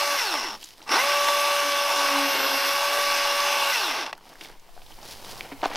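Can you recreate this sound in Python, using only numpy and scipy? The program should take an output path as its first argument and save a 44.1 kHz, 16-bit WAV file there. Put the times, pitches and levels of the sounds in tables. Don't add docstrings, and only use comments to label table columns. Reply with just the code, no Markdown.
import sys
import numpy as np
from scipy import signal
from scipy.fft import rfft, irfft, next_fast_len
from scipy.io import wavfile
from scipy.ndimage import uniform_filter1d, map_coordinates

SR = 44100
rng = np.random.default_rng(int(sys.argv[2]) if len(sys.argv) > 2 else 0)


def generate_wav(sig):
    pcm = np.round(np.clip(np.atleast_2d(sig).T, -1, 1) * 32767).astype(np.int16)
    wavfile.write(sys.argv[1], SR, pcm)


def field_ratio(decibels):
    return 10 ** (np.asarray(decibels, dtype=float) / 20)


N = 254016


def unit(x):
    return x / np.sqrt(np.mean(x ** 2) + 1e-20)


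def add_db(*levels_db):
    return 10 * np.log10(sum(field_ratio(2 * db) for db in levels_db) + 1e-12)


def along(points, hz):
    f, value = np.transpose(points)
    return np.interp(np.log(hz + 1), np.log(f + 1), value)


def curves(table):
    s, *columns = np.transpose(table)
    return [np.interp(np.arange(N) / SR, s, column) for column in columns]


def within(*tables):
    t = np.arange(N) / SR
    is_open = sum(1. * (t >= rows[0][0]) * (t <= rows[-1][0]) for rows in tables)
    return uniform_filter1d(is_open, size=661)


def wobble(rate):
    at = np.arange(0, N + 32, 32)
    knots = rng.standard_normal(int(N * rate / SR) + 4)
    return np.interp(np.arange(N), at, map_coordinates(knots, [at * rate / SR]))


def filtered(x, response):
    m = next_fast_len(N + SR // 2)
    return irfft(rfft(x, m) * response(np.fft.rfftfreq(m, 1 / SR)), m)[..., :N]


def highpass(corner_hz, order):
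    return lambda f: (1j * f / corner_hz / (1 + 1j * f / corner_hz)) ** order


def resonances(modes):
    def response(f):
        return sum((-1) ** k * field_ratio(db) * 1j * f * width / (centre ** 2 - f * f + 1j * f * width)
                   for k, (centre, width, db) in enumerate(modes))
    return response


def coloured(x, spectrum):
    return unit(filtered(x, lambda hz: field_ratio(along(spectrum, hz))))


def grains(rate, spread_db):
    struck = rng.random(N) < rate / SR
    clicks = struck * rng.standard_normal(N) * field_ratio(spread_db * rng.exponential(size=N))
    return unit(clicks / np.sqrt(rate))


def patchy(x, depth_db):
    z = signal.stft(x, nperseg=512)[2]
    field = rng.standard_normal(z.shape)
    field = uniform_filter1d(uniform_filter1d(field, size=7, axis=0), size=18, axis=1)
    return signal.istft(z * field_ratio(depth_db * unit(field)), nperseg=512)[1][:N]


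# time in seconds, speed in drive links a second.
POWERED_SPEED = [(0, 574), (1.1, 575.3), (1.6, 574.5), (1.75, 567.4), (1.85, 572.4), (2.22, 564.2),
                 (2.35, 552), (2.405, 538.5), (2.5, 558), (2.535, 549.5), (2.6, 560), (2.66, 556.5),
                 (2.85, 572.1), (2.97, 575.4), (3.05, 570.2), (3.3, 567.5), (3.4, 574.4), (3.7, 562.5)]


def chain_speed():
    t = np.arange(N) / SR
    powered = curves(POWERED_SPEED)[0] + 1.1 * wobble(9)
    drag, coast_s = 590, .73

    def coast(release_s):
        return (powered + drag) * np.exp(-np.maximum(t - release_s, 0) / coast_s) - drag

    start = powered / (1 + np.exp((.94 - t) / .027))
    speed = np.where(t < .768, coast(.155), np.minimum(start, coast(3.705)))
    return np.maximum(speed, 60)


def gliding_share(links_hz):
    return np.clip((552 - links_hz) / 30, 0, 1) * (np.abs(np.gradient(links_hz)) * SR > 400)


def slack_share(links_hz):
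    return np.minimum(gliding_share(links_hz) + (links_hz < 100), 1)


# time in seconds, feed pressure in dB, chain tension in dB.
EFFORT = [(0, 0.3, 0.6), (.5, -1.5, -1), (1.05, 1.6, 3), (1.2, 0.4, 4), (1.6, 0.5, 2), (1.9, -0.1, 0.5),
          (2.15, 1.4, 0.5), (2.6, 1, -1.5), (2.9, 0, 1), (3.1, 1.5, -1), (3.6, 0.3, 0.4), (4.1, 2, -13)]
# frequency in Hz, level in dB.
GLIDE = [(170, -80), (290, -42), (410, -44), (490, -52), (570, -44), (700, -42), (900, -37.5), (1060, -45)]
# centre in seconds, peak in dB, half-length in seconds.
BITES = [(1.67, -43, .025), (2.04, -45, .07), (2.2, -32, .075), (2.35, -42, .02), (2.42, -41, .04),
         (2.54, -41, .035), (2.66, -49, .04)]
# time in seconds, level in dB.
CURRENT = [(0, -56), (1, -54), (1.3, -58), (2.1, -55), (2.3, -44), (2.75, -45), (3.05, -50), (3.7, -48)]


def line_levels(links_hz):
    t = np.arange(N) / SR
    tension_db, whine_db = curves(EFFORT)[1], curves(CURRENT)[0]
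    slack = slack_share(links_hz)
    driven_db = 10 * (np.gradient(links_hz) > 0)

    def blend(steady_db, gliding_db):
        return steady_db + slack * (gliding_db + driven_db - steady_db)

    link_db = blend(-33.5 + tension_db, along(GLIDE, links_hz))
    sag_db = .25 * np.clip(570 - links_hz, 0, 30)
    double_db = blend(-31 + tension_db - sag_db, along(GLIDE, 2 * links_hz) - 2)
    bites_db = [np.maximum(db - 3 * ((t - s) / half) ** 4, -90) for s, db, half in BITES]
    cutter_db = add_db(-60.5 - 18 * slack + 4 * wobble(11), *bites_db)
    return cutter_db, link_db, double_db, whine_db - 16 * slack


# full-speed level in dB,
# dB lost per halving of speed, extra dB while coasting, start-up surge in dB.
WOOD = (-27.5, 0.5, -1.5, -19.5)
RATTLE = (-28, 3.5, 1, -25.5)
CHIPS = (-37.5, 8, 1.5, -39)
SCRAPE = (-37, 2.5, 1, -30.5)
# a row for its start and one for its end, in seconds.
RUNS = [
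    [(0,), (0.564,)],
    [(.868,), (4.116,)],
]


def noise_levels(links_hz):
    t = np.arange(N) / SR
    slack = slack_share(links_hz)
    surge_db = np.clip(6 * np.minimum((t - .9164) / .011, (.97 - t) / .023), -90, 0)
    feed_db = curves(EFFORT)[0] - 10 * np.clip(2 - 2 * links_hz / 152, 0, 1)
    levels_db = []
    for full, halving, coasting, kick in (WOOD, RATTLE, CHIPS, SCRAPE):
        running_db = full + feed_db + halving * np.log2(links_hz / 570) + coasting * slack
        levels_db.append(add_db(running_db, kick + surge_db))
    pinched = slack * (t < RUNS[0][1][0])
    pinch_db = levels_db[3] + 4.5 - 40 * (1 - pinched) - .097 * np.clip(links_hz - 430, 0, 150)
    return levels_db + [pinch_db]


# multiple of the link rate, level in dB.
ORDERS = [(.333, -55), (.667, -52), (1.167, -48), (1.333, -47), (1.5, -42), (2.667, -41), (2.833, -42),
          (3, -45), (3.855, -42), (4, -38.5), (5, -39.5), (5.283, -50), (6, -44), (7, -48), (7.71, -53),
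          (8.667, -42), (9, -45), (9.333, -48), (9.645, -47), (11.065, -55), (15.9, -55), (17.35, -50),
          (18.35, -53)]
# centre in Hz, width in Hz, level in dB.
FLARES = [(880, 150, 9), (1520, 140, 7), (2020, 170, 9), (4200, 1400, 7), (5300, 500, 6), (6000, 600, 7)]
GLIDERS = {3: 5, 3.855: 0, 4: 0, 7.71: 11, 11.065: 16}
SAGGING = {8.667: -.4, 9.645: -.2, 5: .12}


def saw_tones(links_hz, phase, rattle_db):
    cutter_db, link_db, double_db, whine_db = line_levels(links_hz)
    gliding = gliding_share(links_hz)
    steady = 1 - gliding
    sag = steady * np.clip(572 - links_hz, 0, 30)

    def tone(order, db):
        return np.sqrt(2) * field_ratio(db) * np.sin(order * phase + rng.uniform(0, 2 * np.pi))

    def flare(hz):
        return gliding * np.clip(20 * np.log10(np.abs(resonances(FLARES)(hz))), -8, 12)

    x = tone(.5, cutter_db + 1.4 * wobble(23.8))
    flutter_db = 5 * steady * np.clip((556 - links_hz) / 10, 0, 1) * (wobble(45) - .6)
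    x += tone(1, link_db + 1.2 * wobble(30) + flutter_db)
    x += tone(2, double_db + .7 * np.maximum(flare(2 * links_hz), 0) + .7 * wobble(70))
    x += tone(1.925, double_db - 11 + 1.5 * wobble(20))

    whine_db = np.maximum(whine_db, np.where((gliding > .2) * links_hz > 485, -48.5, -80))
    loaded_db = -40.5 - 1.8 * np.clip(links_hz - 559, 0, 40)
    whine_db = np.maximum(whine_db, np.where((gliding == 0) * (links_hz > 530), loaded_db, -80))
    unsteady_db = np.clip((-44 - whine_db) / 2.5, 0, 4) * (wobble(14) - .8)
    x += tone(22.13, whine_db + 2.5 + 1.2 * wobble(30) + unsteady_db)

    for order, db in ORDERS:
        hz = order * links_hz
        glide_db = -6 * gliding
        if order in GLIDERS:
            dip_db = 10 * (hz < 1350) + 14 * (order == 7.71) * (hz > 2350)
            glide_db = flare(hz) + gliding * (GLIDERS[order] - dip_db)
        load_db = SAGGING.get(order, 0) * sag
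        if order == 11.065:
            load_db = load_db + steady * np.clip(whine_db + 50, 0, 7)
        low_cut_db = -30 * np.clip(1 - hz / 330, 0, 1)
        drift_db = 1.4 * wobble(8) + 1.6 * wobble(30)
        x += tone(order, db + 25 + rattle_db + glide_db + load_db + low_cut_db + drift_db)
    return x


# centre in Hz, width in Hz, level in dB.
LOG_MODES = [(245, 41, -7), (626, 235, -5.5), (877, 93, 1.5), (1139, 102, 1), (1548, 105, -4.5)]
# centre in Hz, width in Hz, level in dB.
BAR_MODES = [(1930, 690, -6), (2260, 163, -1.5), (2693, 248, -0.5), (3500, 254, -2), (4130, 930, -8.5),
             (5124, 210, 2.5), (5360, 730, -2.5), (6430, 390, -13)]
# centre in Hz, width in Hz, level in dB.
RAIL_MODES = [(1980, 130, -14.5), (2672, 62, -1.5), (5080, 220, -6.5), (5460, 187, 2), (11100, 480, -21)]
# centre in Hz, width in Hz, level in dB.
PINCHED_MODES = [(5100, 290, -6.5), (5540, 290, -1)]
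# frequency in Hz, level in dB per Hz.
CHIP_AIR = [(3820, -33), (6500, 3), (6750, -5.5), (7490, -6), (12400, -5), (13500, -7), (15100, -8.5),
            (15800, -26)]


def saw_noise(links_hz, phase, levels_db):
    wood_db, rattle_db, air_db, rail_db, pinch_db = levels_db
    beat = (1 + .22 * np.cos(phase)) * (1 + .023 * np.cos(phase / 3)) * field_ratio(.19 * wobble(60))
    blows = beat * grains(12 * links_hz + 2400, spread_db=2.0)
    chips = beat * grains(22 * links_hz + 4500, spread_db=-2.5)
    low_cut = highpass(230, 5)
    log = filtered(blows, lambda f: resonances(LOG_MODES)(f) * low_cut(f))
    bar = filtered(blows + 1.28 * chips, lambda f: resonances(BAR_MODES)(f) / (1 + (f / 6600) ** 8))
    noise = field_ratio(wood_db - 3.5) * unit(log) + field_ratio(rattle_db + .13) * unit(bar)
    noise += field_ratio(rail_db + 1) * unit(filtered(blows, resonances(RAIL_MODES)))
    squeal_db = pinch_db + 1.5 * wobble(14) + 1.7 * wobble(58.4)
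    noise += field_ratio(squeal_db) * unit(filtered(blows, resonances(PINCHED_MODES)))
    sag = (1 - gliding_share(links_hz)) * np.clip(572 - links_hz, 0, 30)
    hiss_db = air_db - .09 * sag + .53 * wobble(4.07) + .52 * wobble(31.95)
    noise += field_ratio(hiss_db) * coloured(chips + .51 * blows, CHIP_AIR)
    return patchy(noise, 1.3)


def saw():
    links_hz = chain_speed()
    phase = 2 * np.pi * np.cumsum(links_hz) / SR
    levels_db = noise_levels(links_hz)
    tones = saw_tones(links_hz, phase, rattle_db=levels_db[1])
    return (tones + saw_noise(links_hz, phase, levels_db)) * within(*RUNS)


# time in seconds, level in dB.
STOPS = [
    (0.871, -42),
    (.878, -33),
    (.892, -21),
    (2.625, -22),
    (2.66, -21),
    (4.011, -24),
    (4.0626, -21),
    (4.1288, -24.5),
]
# time in seconds, level in dB.
BOG = [(2.28, -51), (2.35, -37.5), (2.46, -39.5), (2.6, -64)]


def jolts():
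    blows, t = np.zeros(N + SR), np.arange(600) / SR
    for s, db in STOPS:
        blows[round(s * SR):][:len(t)] += field_ratio(db + 12.5 - 60 * t / .025) * rng.standard_normal(len(t))
    slams = filtered(blows[:N], lambda f: resonances(LOG_MODES[1:] + BAR_MODES)(f) / (1 + 1j * f / 2500))
    shaking = field_ratio(1.8 * wobble(40)) * rng.standard_normal(N)
    judder = unit(filtered(shaking, lambda f: resonances([(410, 330, 0)])(f) ** 2))
    return slams + field_ratio(curves(BOG)[0]) * within(BOG) * judder


# frequency in Hz, level in dB, t60 in seconds (any t60 above 0.04 s is
# played as 0.04 s).
HALT_RING = [(740, -8.5, 0.48), (1593, -12, 0.021), (1950, -2, 0.025), (2600, 2, 0.022), (3117, -24, 0.056),
             (3666, -24, 0.041), (5093, -24, 0.031), (7854, -22, 0.017)]


def halt():
    x, t = np.zeros(N), np.arange(SR // 10) / SR
    ring = sum(field_ratio(db - 60 * t / min(t60, .04)) * np.sin(2 * np.pi * hz * t) for hz, db, t60 in HALT_RING)
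    x[round(4.1288 * SR):][:len(t)] = field_ratio(-25) * ring
    return filtered(x, highpass(500, 2))


def chirp():
    t = np.arange(N) / SR
    swell = np.interp(t, [.855, .875, .885, .92, .94], [0, .5, 1.2, .5, 0])
    hz = 8000 + 4000 * np.clip(t - .86, 0, .1)
    return field_ratio(-52) * swell * np.sin(2 * np.pi * np.cumsum(hz) / SR)


# time in seconds, level in dB.
TEARING = [(5.626, -47), (5.632, -35), (5.658, -31), (5.666, -46), (5.7, -45), (5.76, -40)]
# centre in Hz, width in Hz, level in dB.
FIBRES = [(1500, 700, 2), (2410, 900, 2), (3500, 1200, -6), (5400, 810, -11)]


def tearing():
    splinters = field_ratio(2.9 * wobble(150)) * grains(3000, spread_db=2.5)
    started = np.arange(N) / SR > TEARING[0][0]
    return field_ratio(curves(TEARING)[0]) * started * unit(filtered(splinters, resonances(FIBRES)))


# ratio to its pitch, level in dB.
KNOCK_MODES = [(.75, -50), (1, 9.5), (1.45, 0)]


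def snaps(events, crack_t60, knock_turns, width):
    x, t = np.zeros(N + SR), np.arange(SR // 6) / SR
    for s, db, crack_hz, knock_db, knock_hz in events:
        burst = rng.standard_normal(len(t)) * field_ratio(-60 * t / crack_t60)
        burst[0] = 2.2
        band = signal.butter(2, [crack_hz / width, min(crack_hz * width, 15000)], "bandpass", fs=SR)
        crack = signal.lfilter(*band, burst) + .12 * burst
        knock = 0
        for ratio, level in KNOCK_MODES:
            hz = knock_hz * ratio
            knock = knock + field_ratio(level - 60 * t * hz / knock_turns) * np.sin(2 * np.pi * hz * t)
        snap = field_ratio(db) * crack / np.abs(crack).max() + field_ratio(db + knock_db - 7) * knock
        x[round(s * SR):][:len(t)] += snap
    low_cut = highpass(190, 2)
    return filtered(x[:N], lambda f: low_cut(f) / (1 + 1j * f / 6000))


# time in seconds, peak in dB, crack in Hz, knock in dB, knock in Hz.
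SLAB = [(5.5185, -29, 1400, 1.5, 970), (5.5225, -27, 1800, -6, 800), (5.527, -30, 2000, -6, 900),
        (5.532, -35, 1500, -4, 700), (5.6175, -26, 2200, -18, 1300), (5.6235, -34, 1600, -7, 900),
        (5.6298, -25.5, 2500, 6.5, 704), (5.633, -23.5, 2500, 9.5, 815), (5.6397, -23, 2800, 8.5, 970),
        (5.643, -25, 1800, 4, 900), (5.6464, -28, 4500, -12, 1200), (5.6517, -26, 4000, -7, 870),
        (5.6543, -25, 4000, -4, 900), (5.6566, -16.5, 2600, 3, 1030), (5.6591, -23.5, 1900, 11, 760),
        (5.6642, -28, 2500, 0, 900), (5.6755, -35, 3000, -2, 900), (5.6988, -33, 2500, -7, 950),
        (5.7048, -29, 3000, -0.5, 556), (5.7148, -28, 1600, 1, 1200), (5.7185, -35, 1500, 9, 870),
        (5.7235, -35, 2500, -7, 870), (5.731, -31, 3000, -8, 900), (5.7358, -24.5, 3300, -9, 840),
        (5.7465, -38, 3000, 9, 556), (5.7503, -23, 2500, -9, 895), (5.7515, -27, 4000, -12, 600),
        (5.7572, -12, 3500, -9.5, 880)]
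HOLLOW = [
    (5.521, -40, 1800, 9, 277),
    (5.63, -40, 1800, 10, 370),
    (5.652, -40, 1800, 8, 290),
]
TICKS = [(0.6291, -27, 3300, -19, 999), (0.641, -28, 5460, -21, 314), (0.8034, -40, 1200, -8, 320),
         (0.8175, -34.5, 2850, -14, 842), (0.827, -34, 5000, -13, 867), (4.1514, -40, 5130, -11, 751),
         (4.1779, -35, 1200, -12, 886), (4.3294, -37, 1220, -19, 930), (4.355, -33, 1530, -16, 725),
         (4.4118, -25, 3000, -20, 334), (4.4478, -31.5, 2580, -18, 490), (4.7771, -41, 1370, 3, 750),
         (4.4994, -43, 1200, -6, 476), (4.5965, -40, 5060, -21, 664), (4.69, -48, 2000, 2, 690),
         (4.7657, -45.5, 3700, 5, 684), (4.818, -36.5, 3030, -9, 705), (4.8635, -36, 3930, -14, 865),
         (4.9207, -36, 2700, -11, 320), (5.029, -32.5, 5000, -5, 840)]
TWIG = [
    (5.4083, -15, 2500, -26, 1100),
]
CLICKS = [(.6275, -33, 9000, -30, 900), (.64, -28, 9000, -30, 900), (.6425, -29, 7000, -30, 900),
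          (.645, -25, 7000, -30, 900), (.6558, -31, 8000, -30, 900), (.6605, -31, 9500, -30, 900),
          (.67, -39, 7000, -30, 900), (.687, -41, 6000, -30, 900), (.7068, -33, 3500, -20, 1100),
          (.7369, -39, 3500, -24, 900), (4.4104, -23, 3000, -25, 900), (4.4578, -30, 3500, -20, 900),
          (4.4655, -36, 4500, -20, 900), (4.4862, -36, 4800, -20, 900), (4.526, -39, 2500, -20, 900),
          (5.121, -29, 4000, -20, 900), (5.2375, -38, 5500, -20, 900), (5.247, -26, 4000, -9, 877),
          (5.3235, -30, 6500, -20, 900), (5.357, -30, 4000, -12, 900)]


def wood_and_twigs():
    x = snaps(SLAB, crack_t60=.012, knock_turns=11, width=1.8)
    x += snaps(HOLLOW, crack_t60=.01, knock_turns=38, width=2)
    x += snaps(TICKS, crack_t60=.021, knock_turns=23, width=1.35)
    x += snaps(TWIG, crack_t60=.005, knock_turns=8, width=1.7)
    x += snaps(CLICKS, crack_t60=.007, knock_turns=10, width=1.8)
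    return x


# peak in seconds, length in seconds, low shuffle in dB, crisp leaves in dB.
SCUFFS = [(0.54, 0.044, -38, -45), (0.65, 0.17, -82, -46.5), (0.84, 0.046, -51, -51.5),
          (4.134, 0.094, -46, -73), (4.305, 0.14, -49, -52.5), (4.446, 0.075, -46.5, -44),
          (4.501, 0.033, -44, -58), (4.76, 0.035, -57, -55), (4.916, 0.22, -50.5, -51.5),
          (5.06, 0.067, -47, -45), (5.113, 0.067, -43.5, -39.5), (5.308, 0.23, -42, -41),
          (5.434, 0.13, -42.5, -58), (5.618, 0.099, -46, -54), (5.67, 0.037, -46, -45),
          (5.752, 0.12, -38, -44)]


def scuffs():
    t = np.arange(N) / SR
    low_db, crisp_db = [-57.5 + 0 * t], [-63 + 0 * t]
    for s, length, low, crisp in SCUFFS:
        fall_db = np.minimum(13 * (t - s), 11.5 * (s - t)) / length
        low_db.append(np.maximum(low + fall_db, -99))
        crisp_db.append(np.maximum(crisp + fall_db, -99))
    return add_db(*low_db), add_db(*crisp_db)


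# frequency in Hz, level in dB per Hz.
SHUFFLE = [(71, -51), (120, -5), (479, -1), (610, -1.5), (905, 1), (1380, -8.5), (2500, -12), (3250, -10.5),
           (5500, -120)]
# frequency in Hz, level in dB per Hz.
CRISP = [(880, -25), (1500, -7.5), (2740, -7), (2960, -3), (3530, -3), (5140, -2), (7470, -12),
         (11300, -11), (15800, -17)]


def leaves():
    shuffle_db, crisp_db = scuffs()
    crackle = field_ratio(.29 * wobble(28) + .93 * wobble(90)) * grains(6000, spread_db=1.5)
    drag = field_ratio(1.7 * wobble(40)) * grains(2500, spread_db=-3.0)
    return field_ratio(crisp_db - 1.9) * coloured(crackle, CRISP) + field_ratio(shuffle_db - 2) * coloured(drag, SHUFFLE)


# frequency in Hz, t60 in seconds.
TREES = [(300, 0.2), (2000, 1), (10000, 0.04)]


def trees(x):
    hz, _, z = signal.stft(rng.standard_normal(SR // 3), SR, nperseg=256)
    t = _
    tail = signal.istft(z * field_ratio(-60 * t / along(TREES, hz)[:, None]), SR, nperseg=256)[1]
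    return signal.fftconvolve(np.pad(x, (300, 0)), tail / np.linalg.norm(tail))[:N]


# time in seconds, gain in dB.
GAIN = [
    (0, -1),
    (4.25, -4.5),
    (4.55, 3),
    (5.1, 8.5),
    (5.63, 8.5),
    (5.68, 3),
    (5.76, 5),
]
# time in seconds, level in dB.
GUST = [(0, -60), (1, -56.5), (2.2, -62), (3.7, -56), (4.5, -51), (5.25, -40.5), (5.76, -42)]
# frequency in Hz, level in dB per Hz.
RUMBLE = [(3, -10), (8, 0), (15, -2), (24, -14), (40, -26), (65, -60)]
# frequency in Hz, level in dB per Hz.
THUD = [(40, -34), (60, -2), (100, 0.5), (150, -10.5), (250, -23)]


def wind_and_ground():
    gain_db = curves(GAIN)[0]
    air_db = curves(GUST)[0] + 2.5 * wobble(2.86)
    shared, left, right = (coloured(rng.standard_normal(N), RUMBLE) for _ in range(3))
    air = field_ratio(air_db) * (.85 * shared + .5 * np.array([left, right]))
    rest_db = -67.5 + 1.26 * gain_db + 2.4 * wobble(2.92)
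    ground_db = add_db(rest_db, scuffs()[0] - 27) + 1.5 * wobble(9)
    ground = coloured(rng.standard_normal((3, N)), THUD)
    spread = .45 * field_ratio(1.2 * (gain_db - 7))
    return air + field_ratio(ground_db) * (ground[0] + spread * ground[1:])


def scene():
    near = wood_and_twigs()
    ahead = saw() + jolts() + halt() + chirp() + tearing() + near + leaves() + field_ratio(-17) * trees(near)
    return ahead + wind_and_ground()


def band_limit(x):
    return signal.sosfilt(signal.butter(12, 16520, fs=SR, output="sos"), x)


def record(dry):
    hiss_colour = [(100, 2), (1000, 2), (15000, -1.5)]  # Hz, dB
    hiss = filtered(rng.standard_normal((2, N)), lambda f: field_ratio(along(hiss_colour, f)))
    x = dry + field_ratio(curves(GAIN)[0] - 69) * hiss
    x = x / (1 + np.abs(x / .42) ** 4) ** .25
    mix = filtered(x, lambda hz: hz < 15830)
    return band_limit(mix)


dry = scene()
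out = record(dry)
generate_wav(out)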